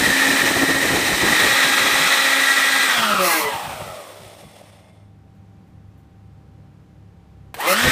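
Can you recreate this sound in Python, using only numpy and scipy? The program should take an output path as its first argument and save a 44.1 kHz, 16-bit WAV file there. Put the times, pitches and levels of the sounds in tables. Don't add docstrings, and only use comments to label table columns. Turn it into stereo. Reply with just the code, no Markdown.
import sys
import numpy as np
from scipy import signal
from scipy.fft import rfft, irfft, next_fast_len
from scipy.io import wavfile
from scipy.ndimage import uniform_filter1d

SR = 44100
rng = np.random.default_rng(int(sys.argv[2]) if len(sys.argv) > 2 else 0)


def store_pcm(level_fs):
    pcm = np.round(np.clip(level_fs, -1, 1) * 32767).astype(np.int16)
    wavfile.write(sys.argv[1], SR, np.atleast_2d(pcm).T)


N = 348831
TIME = np.arange(N) / SR
FRAMES = np.arange(N // 128 + 2) * 128 / SR
BINS = np.fft.rfftfreq(1024, 1 / SR)

CUT_S, REST_S, RESTART_S = 2.853, 5.2, 7.545
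TOP_HZ, LACK_HZ, SETTLE_S, SAG_HZ_PER_S = 271.8, 5, .1, .28
DRAG_HZ = 136
CRITICAL_HZ, CRITICAL_RANGE_HZ, OVERSHOOT_HZ = 163.8, 16.3, 20
RATTLE_LOSS, RATTLE_RANGE_HZ = .033, 55
IN_STEP_S = 5.05
EDGE_HZ = 15450

# (time [s], shaft speed [turns/s])
SPIN_UP = [(7.545, 3), (7.58, 76), (7.6, 123), (7.62, 137), (7.645, 146), (7.665, 162), (7.68, 173),
           (7.7, 182), (7.725, 190), (7.745, 204), (7.8, 234), (7.86, 254), (7.91, 260)]
# (time [s], other hand at mouth [0-1], air and brushes toward microphone [dB],
# relative hum [dB], relative whine [dB])
HOLD = [(0, 0.57, 1, -31, -33.5), (.3, 0.48, 0, -22, -28), (.75, 0.37, -2.5, -28, -30.5),
        (1.1, 0.3, -2.5, -47.5, -32), (1.45, 0.75, 2, -41, -29.5), (1.7, 0.95, 1, -31, -28.5),
        (2.2, 0.9, 1, -34.5, -29.5), (2.55, 0.87, 0.5, -39.5, -29), (2.85, 1, 1, -33, -30.5),
        (3.3, 0.7, 0.5, -36, -37.5), (4.2, 0.97, 3.5, -31.5, -41.5), (7.91, 0.6, 1, -24.5, -23.5)]
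# (time [s], left over right [dB])
AIM = [(0, 0), (1.7, 0.9), (2.25, 0.5), (2.7, 4.5), (3.2, 0.5), (4.2, 0.5), (7.91, 2)]
# (multiple of shaft speed [-], relative level [dB])
BLADES = [(.45, -45), (.8, -21.5), (2.2, -16), (3.7, -17.5), (4.7, -15.5), (5.5, -13), (6.4, -5),
          (7.2, -5.5), (7.9, -12.5), (8.9, -11), (10.6, -17.5), (12.2, -15.5), (14, -9.5), (17, -19.5),
          (21, -15.5), (40, -25.5)]
# (frequency [Hz], width [Hz], lift with mouth free [dB], lift with hand beside it [dB])
PIPE = [(290, 280, -3.5, 2.5), (610, 180, 4, 2), (844, 78, 8.5, 7), (1248, 450, 0, 11), (2436, 630, 5, 7),
        (3050, 230, 14.5, -3.5), (3240, 660, -7.5, 8), (3855, 620, 3, 4), (7800, 3100, 1, 1)]
# (time [s], frequency [Hz], width [Hz], lift [dB])
WHISTLE = [(0, 1864, 190.5, 13.5), (.4, 1810, 199, 8), (.7, 1860, 200, 10.5), (.95, 1890, 220, 7),
           (1.15, 1880, 203, 7), (1.45, 1910, 131.2, 10), (2.1, 1970, 99.6, 5), (2.35, 1900, 110.4, 13),
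           (2.8, 1960, 110, 13.5), (3.1, 1850, 99.9, 5), (4.2, 1944, 100, 7.5), (7.8, 1814, 129, 11)]
# (frequency [Hz], correlation [-1 to 1])
MOTOR_LIKENESS = [(200, 0.95), (500, 0.5), (1200, 1), (1900, 0.7), (2700, 0.35), (4000, 0.12), (8000, 0.1),
                  (15000, 0.2)]
# (frequency [Hz], lead [rad])
MOTOR_LEAD = [(200, .1), (520, 0.34), (1210, 0.744), (1600, 2.17), (1980, 1.14), (2500, 1.16), (3300, 1.2),
              (4000, 2.7), (15000, 1.4)]
# (frequency [Hz], relative density [dB/Hz])
BRUSHES = [(2000, -15), (4000, -1), (5500, -2), (6800, -7), (8500, 0), (9400, -3), (10000, -14),
           (11800, -7), (15300, -15)]
# (frequency [Hz], relative density [dB/Hz])
CHATTER = [(1180, -38), (2000, 4.5), (2390, -10.5), (2650, 0), (3460, -23.5), (4180, -1), (4830, -10),
           (5180, -5), (7420, -10.5), (8510, -8), (15500, -8)]
# (frequency [Hz], relative density [dB/Hz])
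BEARINGS = [(200, -41), (340, -12), (450, -11), (900, -9.5), (1100, -9.5), (2700, -10), (4500, -13.5),
            (8000, -19), (11800, -16), (12800, -30.5), (15000, -23)]
# (frequency [Hz], width [Hz], lift [dB])
CAN = [(588.4, 150, 11), (781, 150, 5.5), (1348, 200, -3.5), (2130, 109.8, 4), (3480, 180, 7),
       (5327, 210, 5.5), (8670, 990, 8)]
# (multiple of shaft speed, rounded in use [-], relative level with mouth free [dB],
# relative level with hand beside it [dB])
WHINE = [(1.987, -11, -5), (3.01, -13, -10.5), (4.99, -18, -2), (6, -11.5, 4), (8, -13, -4.5),
         (12, -11.5, -8.5), (15, -12, -3.5), (30, -13, -16), (38.07, -19.5, -18.5), (38.86, -23.5, -23),
         (50, -19, -19)]
# (time [s], relative level [dB])
DRAUGHT = [(0, -27), (.2, -32.5), (.7, -28.5), (1.0, -27.5), (1.3, -28), (1.6, -36), (1.9, -31), (2.2, -55),
           (2.7, -67.5)]
# (time [s], level [dB], spread [s], roar [0-1])
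BURSTS = [(.028, -19, 0.012, 0.4), (.092, -19.5, 0.022, 0.5), (.22, -30, .012, 1),
          (.32, -27.5, 0.028, 0.94), (.44, -24.5, 0.024, 0.74), (.51, -22.5, 0.0092, 0.94),
          (0.568, -20.5, 0.0077, 1), (.635, -19.5, 0.0055, 0.87), (.7, -21.5, .011, 0.9),
          (.762, -20, 0.011, 0.4), (.85, -27.5, 0.018, 0.6), (.91, -29, 0.018, 0.5), (.955, -21, .03, 0.61),
          (1.035, -28.5, 0.011, 0.4), (1.095, -24, .013, .3), (1.135, -22, .012, 0.46),
          (1.24, -19, 0.015, 0.46), (1.278, -25.5, .012, 0.9), (1.32, -21, .012, 0.25),
          (1.45, -22.5, 0.025, 0.66), (1.52, -31.5, .02, 0.1), (1.655, -30.5, .012, 0.36),
          (1.74, -39.5, .014, 0.3), (1.85, -36, .012, 0), (1.94, -31, .012, 0.1), (2.01, -33, 0.013, 0.2),
          (2.06, -34, 0.018, 0.17), (2.2, -39.5, .014, 0), (2.29, -42.5, .014, 0.3), (2.4, -37, .012, 0.04),
          (2.6, -40, .012, 0.05), (2.76, -39, .014, 0), (3.0, -37.5, .04, 0), (3.15, -27, .018, 0.7),
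          (3.2, -36, .01, 0), (3.45, -34.5, 0.021, 0.15), (3.55, -39, .025, 0), (3.67, -34.5, 0.032, 0.12),
          (3.75, -38, 0.018, 0), (3.819, -31, 0.012, 0.57), (3.88, -39, 0.058, 0), (4.26, -41, 0.038, 0),
          (4.46, -38.5, 0.018, 0), (7.868, -13, 0.02, 0.5)]
# (frequency [Hz], relative density [dB/Hz])
WIND = [(25, -31.5), (60, -5.5), (120, -7.5), (300, 3.5), (500, -1.5), (800, -5.5), (1300, -8.5),
        (3000, -35)]
# (frequency [Hz], relative density [dB/Hz])
PUFF = [(25, -28), (70, -2.5), (160, 5), (300, -22), (700, -58)]
# (frequency [Hz], relative level [dB])
DRONE = [(99.87, -57.5), (102.4, -49), (203, -65), (301.3, -66), (781, -66.5)]
# (time [s], firing rate [1/s], relative level [dB])
ENGINE = [(3.9, 42.42, -68), (4.5, 41.1, -58.5), (4.9, 39.9, -62), (5.4, 37.04, -54.5), (6.2, 36.28, -55),
          (6.8, 35.46, -54), (7.1, 34.7, -55), (7.5, 33.6, -53.5)]
# (multiple of firing rate [-], relative level [dB])
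ENGINE_LINES = [(2, 2.5), (4, 1.5), (5, -2.5), (7, -12)]
# (frequency [Hz], relative density [dB/Hz])
ROOM = [(15, -56.5), (25, -20), (37, -34.5), (59, -10), (104, -10.5), (188, -12), (227, -21.5), (305, -22),
        (410, -25), (482, -25), (722, -30.5), (782, -32), (871, -29), (14300, -57.5), (15500, -61)]
# (frequency [Hz], correlation [-1 to 1])
ROOM_LIKENESS = [(170, 0.9), (800, 0.13), (1050, -0.32), (1500, -0.12), (2500, -0.0036), (15000, -0.2)]
# (multiple of shaft speed [-], relative level [dB],
# fall below peak speed [dB/octave], slowest shaft speed [Hz], fastest shaft speed [Hz])
SHAKING = [(1, -0.5, 25, 177, 240), (2, -1, 15, 156, 198), (3, -1, 37, 134, 280), (4, -11.5, 10, 135, 235),
           (5, -4, 22, 145, 290), (6, -7.5, 36, 139, 235), (7, -11, 29, 130, 260), (8, -11, 17.5, 140, 235),
           (10, -4.5, 27, 142.6, 200), (12, -4.5, 37, 130, 170), (13, -10, 29, 140, 235),
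           (14, -7.5, 28, 150, 235)]
# (frequency [Hz], width [Hz], relative level [dB])
WALL = [(189, 20, -7.5), (228, 42, -3), (320.4, 17, -0.5), (380.6, 24, 0.5), (437.5, 14, 9),
        (558.5, 9, 7.5), (621, 37, 1), (700, 62, 1), (830, 49, -3), (1320, 90, -3.5), (1629, 36, 8.5),
        (2034, 55, 8.5)]
# (time [s], frequency [Hz], level [dB], spread [s])
BRIEF_TONES = [(3.04, 910, -26.5, 0.014), (3.122, 1282, -19.5, 0.017), (3.18, 1298, -16, 0.0088),
               (3.45, 580, -32.5, 0.045), (3.47, 1997, -24, 0.02), (3.88, 1315, -39.5, .03),
               (3.88, 1990, -47, .03), (3.97, 644, -40, 0.027), (4.46, 1110, -58, 0.032),
               (4.92, 2120, -65.5, 0.059), (7.62, 1929, -28, 0.0064), (7.684, 2060, -19.5, 0.011),
               (7.825, 1810, -27, .017), (7.879, 1842, -14, 0.016)]
# (time [s], level [dB], spread [s], rasp [0-1])
SCRAPES = [(3.811, -26.5, 0.0032, 0.03), (4.44, -41, .006, 0.3), (4.487, -51, 0.0061, .1),
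           (4.515, -43, 0.0049, 0.2), (4.543, -43, .004, 0.3), (4.565, -39.5, 0.0045, 0.5),
           (4.59, -46, 0.011, 0.85), (4.615, -42, 0.0046, 0.2), (4.775, -60, .005, .1),
           (4.797, -54, .004, .2), (4.83, -54, .005, .1), (4.852, -54, .004, .1), (4.872, -56, 0.0046, .15)]
# (time [s], relative level [dB], decay [s], brightness [0-1])
SPARKS = [(5.35, -69, .03, 0.6), (5.67, -70, 0.041, 0.66), (5.976, -64, 0.043, 0.6),
          (7.5425, -24.5, 0.0055, 0.35), (7.568, -37, .005, .2), (7.604, -23.5, 0.014, 0.5)]
# (frequency [Hz], width [Hz], relative level [dB])
TERMINAL = [(866, 180, 1), (1700, 380, 0), (2510, 800, -3), (4200, 1100, -13), (8700, 4000, -21)]


def amp(db):
    return 10 ** (np.asarray(db) / 20)


def evened(x):
    return x / np.sqrt(np.mean(x ** 2) + 1e-20)


def read(points, hz):
    f, value = np.transpose(points)
    return np.interp(np.log(hz + 1e-6), np.log(f), value)


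def follow(rows, t, axis=1):
    rows = np.array(rows)
    return np.interp(t, rows[:, 0], rows[:, axis])


def wander(rate_hz):
    hz = np.arange(N // 2 + 1) * SR / N
    spectrum = rfft(rng.standard_normal(N)) / (1 + (hz / rate_hz) ** 4)
    return evened(irfft(spectrum, next_fast_len(N))[:N])


def noise(shape_db, likeness, lead_rad=0):
    a, b, c, d = rng.standard_normal((4, len(FRAMES), len(BINS)), dtype=np.float32)
    same = read(likeness, BINS)
    left = a + 1j * b
    right = same * np.exp(-1j * lead_rad) * left + np.sqrt(1 - same ** 2) * (c + 1j * d)
    shape = amp(shape_db)
    shape = shape / np.linalg.norm(shape, axis=-1, keepdims=True)
    z = (np.array([left, right]) * shape).astype(np.complex64)
    _, x = signal.istft(z, nperseg=1024, noverlap=896, time_axis=1, freq_axis=2)
    return evened(x[:, :N])


def tone(turns, waver, rate_hz, apart_rad):
    steps = np.arange(int(9 * rate_hz) + 2) / rate_hz
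    a, b, c, d = rng.standard_normal((len(steps), 4)).T * waver
    angle = (2 * np.pi * (turns % 1)).astype(np.float32)
    ears = []
    for side in (1, -1):
        phase = angle + side * apart_rad / 2
        in_phase = np.interp(TIME, steps, 1 + a + side * b / 2)
        quadrature = np.interp(TIME, steps, c + side * d / 2)
        ears.append(in_phase * np.cos(phase) + quadrature * np.sin(phase))
    return evened(np.array(ears))


def lean(db):
    return amp(db * np.array([[.5], [-.5]]))


def bump(s, spread_s):
    return np.exp(-np.minimum(((TIME - s) / spread_s) ** 2 / 2, 40))


def lifts(modes, at_hz):
    return sum(db / (1 + (2 * (at_hz - hz) / width) ** 2) for hz, width, db in modes)


def resonator(modes, hz):
    return sum(amp(db) / (1 + 2j * (hz - f) / width) for f, width, db in modes)


def shaft(t):
    running = TOP_HZ - LACK_HZ * np.exp(-t / SETTLE_S) - SAG_HZ_PER_S * t
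    left = np.clip((REST_S - t) / (REST_S - CUT_S), 0, 1)
    coasting = DRAG_HZ * np.tan(np.arctan(running / DRAG_HZ) * left)
    coasting = coasting * (1 - RATTLE_LOSS * np.clip((CRITICAL_HZ - coasting) / RATTLE_RANGE_HZ, 0, 1))
    return np.where(t < RESTART_S, np.maximum(coasting, 1), follow(SPIN_UP, t))


def octaves(speed):
    return np.log2(speed / TOP_HZ)


def surge():
    return (TIME > RESTART_S) * np.maximum(1 - shaft(TIME) / CRITICAL_HZ, 0) ** 2


def pipe(drift=0.0061):
    near = follow(HOLD, FRAMES)[:, None]
    at_hz = BINS * (1 + drift * np.interp(FRAMES, TIME, wander(rate_hz=9.9)))[:, None]
    free_db = lifts([(hz, width, free) for hz, width, free, _ in PIPE], BINS)
    shaded_db = lifts([(hz, width, shaded) for hz, width, _, shaded in PIPE], BINS)
    free = np.interp(at_hz, BINS, free_db)
    shaded = np.interp(at_hz, BINS, shaded_db)
    whistle = [follow(WHISTLE, FRAMES, axis=k)[:, None] for k in (1, 2, 3)]
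    return (1 - near) * free + near * shaded + lifts([whistle], at_hz)


def motor_noise(shape_db):
    return noise(shape_db, MOTOR_LIKENESS, read(MOTOR_LEAD, BINS))


def rush(speed, top_db=-15.0, fast_db_per_octave=7, slow_db_per_octave=23, knee_hz=160):
    below = np.log2(1 + (knee_hz / speed) ** 8) / 8
    return top_db + fast_db_per_octave * octaves(speed) - (slow_db_per_octave - fast_db_per_octave) * below


def fan(speed, turns, flutter_db=1, chop=0.028, surge_db=14, tonal_db=-7, tonal_hz=205):
    air = motor_noise(read(BLADES, BINS / shaft(FRAMES)[:, None]) + pipe())
    lines = sum(amp(read(BLADES, k)) * tone(k * turns, waver=1.0, rate_hz=30, apart_rad=.3)
                for k in range(4, 10))
    air = air + amp(tonal_db) * lines / (1 + (speed / tonal_hz) ** 10)
    pulsing = 1 + chop * np.cos(2 * np.pi * turns)
    level_db = rush(speed) + follow(HOLD, TIME, axis=2) + surge_db * surge()
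    level_db = level_db + flutter_db * wander(rate_hz=28)
    return air * pulsing * amp(level_db) * lean(follow(AIM, TIME))


def friction(speed, turns, brush_db=-23, brush_db_per_octave=12, chatter_db=-17, chatter_db_per_octave=20,
             bearing_db=-27.0, grind_db=8, bearing_db_per_octave=8, slow_hz=105, scrape=0.14, grit_db=0.5):
    critical_hz = CRITICAL_HZ + OVERSHOOT_HZ * (TIME > RESTART_S)
    loose = np.exp(-((speed - critical_hz) / CRITICAL_RANGE_HZ) ** 4)
    slow = 1 / (1 + (speed / slow_hz) ** 4)

    brush_level_db = brush_db + brush_db_per_octave * octaves(speed) + follow(HOLD, TIME, axis=2)
    brush_gain = amp(brush_level_db) * np.sqrt((1 - loose) * (1 - slow))
    brushes = brush_gain * motor_noise(read(BRUSHES, BINS) + pipe())

    chatter_level_db = chatter_db + chatter_db_per_octave * np.log2(speed / critical_hz)
    chatter = amp(chatter_level_db) * np.sqrt(loose) * motor_noise(read(CHATTER, BINS))

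    can_db = lifts(CAN, BINS)
    dull_db = 0.49 * can_db - 5.4 * np.log2(1 + BINS / 3000)
    dull_db = dull_db / (1 + (shaft(FRAMES)[:, None] / 28) ** 4)
    bearing_gain = amp(bearing_db + bearing_db_per_octave * octaves(speed)) * np.sqrt(slow)
    bearings = bearing_gain * motor_noise(read(BEARINGS, BINS) + can_db + dull_db)
    rough_db = 1.1 * wander(rate_hz=23) + grit_db * wander(rate_hz=220) + grind_db * surge()
    rub = (1 + scrape * np.cos(2 * np.pi * turns)) * amp(rough_db)
    creak = amp(5 / (1 + (speed / 28) ** 4))
    return (brushes + chatter + bearings * rub * creak) * amp(.5 * wander(rate_hz=24)) * lean(db=1.45)


def rotor(speed, turns, hum_db=2, hum_db_per_octave=22, whine_db_per_octave=34, waver=0.31,
          waver_per_multiple=.025):
    hum_level_db = follow(HOLD, TIME, axis=3) + hum_db + hum_db_per_octave * octaves(speed)
    hum = amp(hum_level_db) * tone(turns, waver=0.35, rate_hz=13, apart_rad=1.75)
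    near = follow(HOLD, TIME)
    whine = 0
    for k, free_db, shaded_db in WHINE:
        line = tone(round(k) * turns, waver + waver_per_multiple * k, rate_hz=12, apart_rad=1.5)
        whine = whine + amp(free_db + near * (shaded_db - free_db)) * line
    whine_level_db = follow(HOLD, TIME, axis=4) + whine_db_per_octave * octaves(speed)
    return hum + amp(whine_level_db) * whine * lean(db=-1.5)


def draught(lump_db=2.5, level_db=3):
    lumps = amp(lump_db * np.array([wander(rate_hz=21), wander(rate_hz=23)]))
    unrelated = [(1, 0), (2, 0)]
    roars = amp(follow(DRAUGHT, TIME) + level_db) * evened(lumps)
    puffs = 0
    for s, db, spread_s, roar in BURSTS:
        burst = amp(db) * bump(s, spread_s)
        roars = roars + roar * burst
        puffs = puffs + (1 - roar) * burst
    return noise(read(WIND, BINS), unrelated) * roars + noise(read(PUFF, BINS), unrelated) * puffs


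def room(wash_db=-49, wash_rise=0.49):
    drone = sum(amp(db) * tone(hz * (TIME - IN_STEP_S), waver=0.15, rate_hz=4.1, apart_rad=.2)
                for hz, db in DRONE)
    firings = np.cumsum(follow(ENGINE, TIME)) / SR
    engine_db = follow(ENGINE, TIME, axis=2)
    lines = sum(amp(db) * tone(k * firings, waver=0.28, rate_hz=3.6, apart_rad=0.22) for k, db in ENGINE_LINES)
    wash_level_db = wash_db + wash_rise * (engine_db - engine_db.max())
    wash = amp(wash_level_db) * noise(read(ROOM, BINS), ROOM_LIKENESS)
    return (drone + amp(engine_db) * lines + wash) * lean(db=1.6)


def singing(speed, turns, level_db=-23, peak_hz=176, above_db_per_octave=30, between_db=-27, wobble_turns=.007,
            driven_db=-4):
    away = np.log2(speed / peak_hz)
    turns = turns + wobble_turns * wander(rate_hz=70)
    push = 0
    for k, db, fall, slowest, fastest in SHAKING:
        stirred = 1 / (1 + (slowest / speed) ** 48 + (speed / fastest) ** 48)
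        line = tone(k * turns, waver=.42, rate_hz=40, apart_rad=.5)
        push = push + amp(db + fall * np.minimum(away, 0)) * stirred * line
    push = push * amp(level_db - above_db_per_octave * np.maximum(away, 0) + driven_db * (TIME > RESTART_S))
    size = next_fast_len(N + SR // 4)
    wall = amp(between_db) + resonator(WALL, np.fft.rfftfreq(size, 1 / SR))
    return irfft(rfft(push, size) * wall, size)[:, :N]


def brief_tones():
    out = np.zeros((2, N))
    t = np.arange(SR // 2) / SR - .25
    grit = wander(rate_hz=55)[:len(t)]
    for s, hz, db, spread_s in BRIEF_TONES:
        lead_rad = read(MOTOR_LEAD, hz) * np.array([[.5], [-.5]])
        pitch = np.sqrt(2) * np.cos(2 * np.pi * hz * t + 0.35 * grit + lead_rad)
        swell = np.exp(-np.minimum((t / spread_s) ** 2 / 2, 40))
        part = out[:, round((s + t[0]) * SR):][:, :len(t)]
        part += (amp(db) * pitch * swell)[:, :part.shape[1]]
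    return out


def whirr(speed, turns, level_db=-39, db_per_octave=18, mode_hz=595, width_hz=200, below_hz=104):
    lines = 0
    for k in range(5, 13):
        resonance = 1 / (1 + (2 * (k * speed - mode_hz) / width_hz) ** 2)
        lines = lines + tone(k * turns, waver=0.58, rate_hz=30, apart_rad=0.66) * resonance
    slow = (TIME < REST_S) / (1 + (speed / below_hz) ** 10)
    return amp(level_db + db_per_octave * np.log2(speed / below_hz)) * slow * lines


def scrapes(ring_hz=680, ring_width_hz=340):
    can_db = lifts(CAN, BINS)
    low = motor_noise(can_db - 20 * np.log10(1 + ((BINS - ring_hz) / ring_width_hz) ** 4))
    rasp = motor_noise(read(BEARINGS, BINS) + can_db)
    dull = sum(amp(db) * (1 - sharp) * bump(s, spread_s) for s, db, spread_s, sharp in SCRAPES)
    harsh = sum(amp(db) * sharp * bump(s, spread_s) for s, db, spread_s, sharp in SCRAPES)
    return low * dull + rasp * harsh


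def sparks(ring=0.29, ring_s=0.029):
    out = np.zeros((2, N))
    t = np.arange(SR // 4) / SR
    body = resonator(TERMINAL, np.fft.rfftfreq(len(t), 1 / SR))
    for s, db, decay_s, bright in SPARKS:
        crack = rng.standard_normal((2, len(t)))
        rung = evened(irfft(rfft(crack) * body, len(t)))
        hiss = evened(np.diff(crack, prepend=0))
        colour = evened((1 - bright) * rung + bright * hiss)
        fade = np.exp(-t / decay_s) + ring * np.exp(-t / ring_s)
        part = out[:, round(s * SR):][:, :len(t)]
        part += (amp(db) * colour * fade)[:, :part.shape[1]]
    return out


def straining(speed, turns, level_db=-23, double_db=-13, db_per_octave=-2, onset_hz=92, howl_db=-24,
              howl_hz=183, howl_range_hz=18):
    driven = TIME > RESTART_S
    blades = tone(7 * turns, waver=.9, rate_hz=170, apart_rad=.3)
    blades = blades + amp(double_db) * tone(14 * turns, waver=2, rate_hz=300, apart_rad=1)
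    lag = np.maximum(1 - speed / TOP_HZ, 0)
    onset = 1 / (1 + (onset_hz / speed) ** 6)
    whine = amp(level_db + db_per_octave * np.log2(speed / CRITICAL_HZ)) * driven * lag * onset
    loose = driven * np.exp(-np.minimum(((speed - howl_hz) / howl_range_hz) ** 6, 40))
    howl = tone(3 * turns, waver=.2, rate_hz=50, apart_rad=.5)
    return whine * blades + amp(howl_db) * loose * howl


def scene():
    speed = shaft(TIME)
    turns = np.cumsum(speed) / SR
    motor = sum(source(speed, turns) for source in (fan, friction, rotor, singing, whirr, straining))
    return motor + draught() + room() + brief_tones() + scrapes() + sparks()


def record(dry, bass_hz=165, threshold_db=-57, slope=0.49, open_db=-43.0):
    bass = signal.sosfiltfilt(signal.butter(7, bass_hz, fs=SR, output="sos"), dry)
    loud_db, bass_db = (10 * np.log10(uniform_filter1d((v ** 2).mean(0), size=1800).clip(1e-14))
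                        for v in (dry - bass, bass))
    shut = 1 / (1 + amp(bass_db - open_db) ** 5)
    bass_gain = amp(-slope * shut * np.maximum(loud_db - threshold_db, 0))
    out = dry - bass * (1 - bass_gain)
    band = signal.firwin(601, EDGE_HZ, window=("kaiser", 8), fs=SR)
    return signal.oaconvolve(out, band[None], "same")


dry = scene()
out = record(dry)
store_pcm(out)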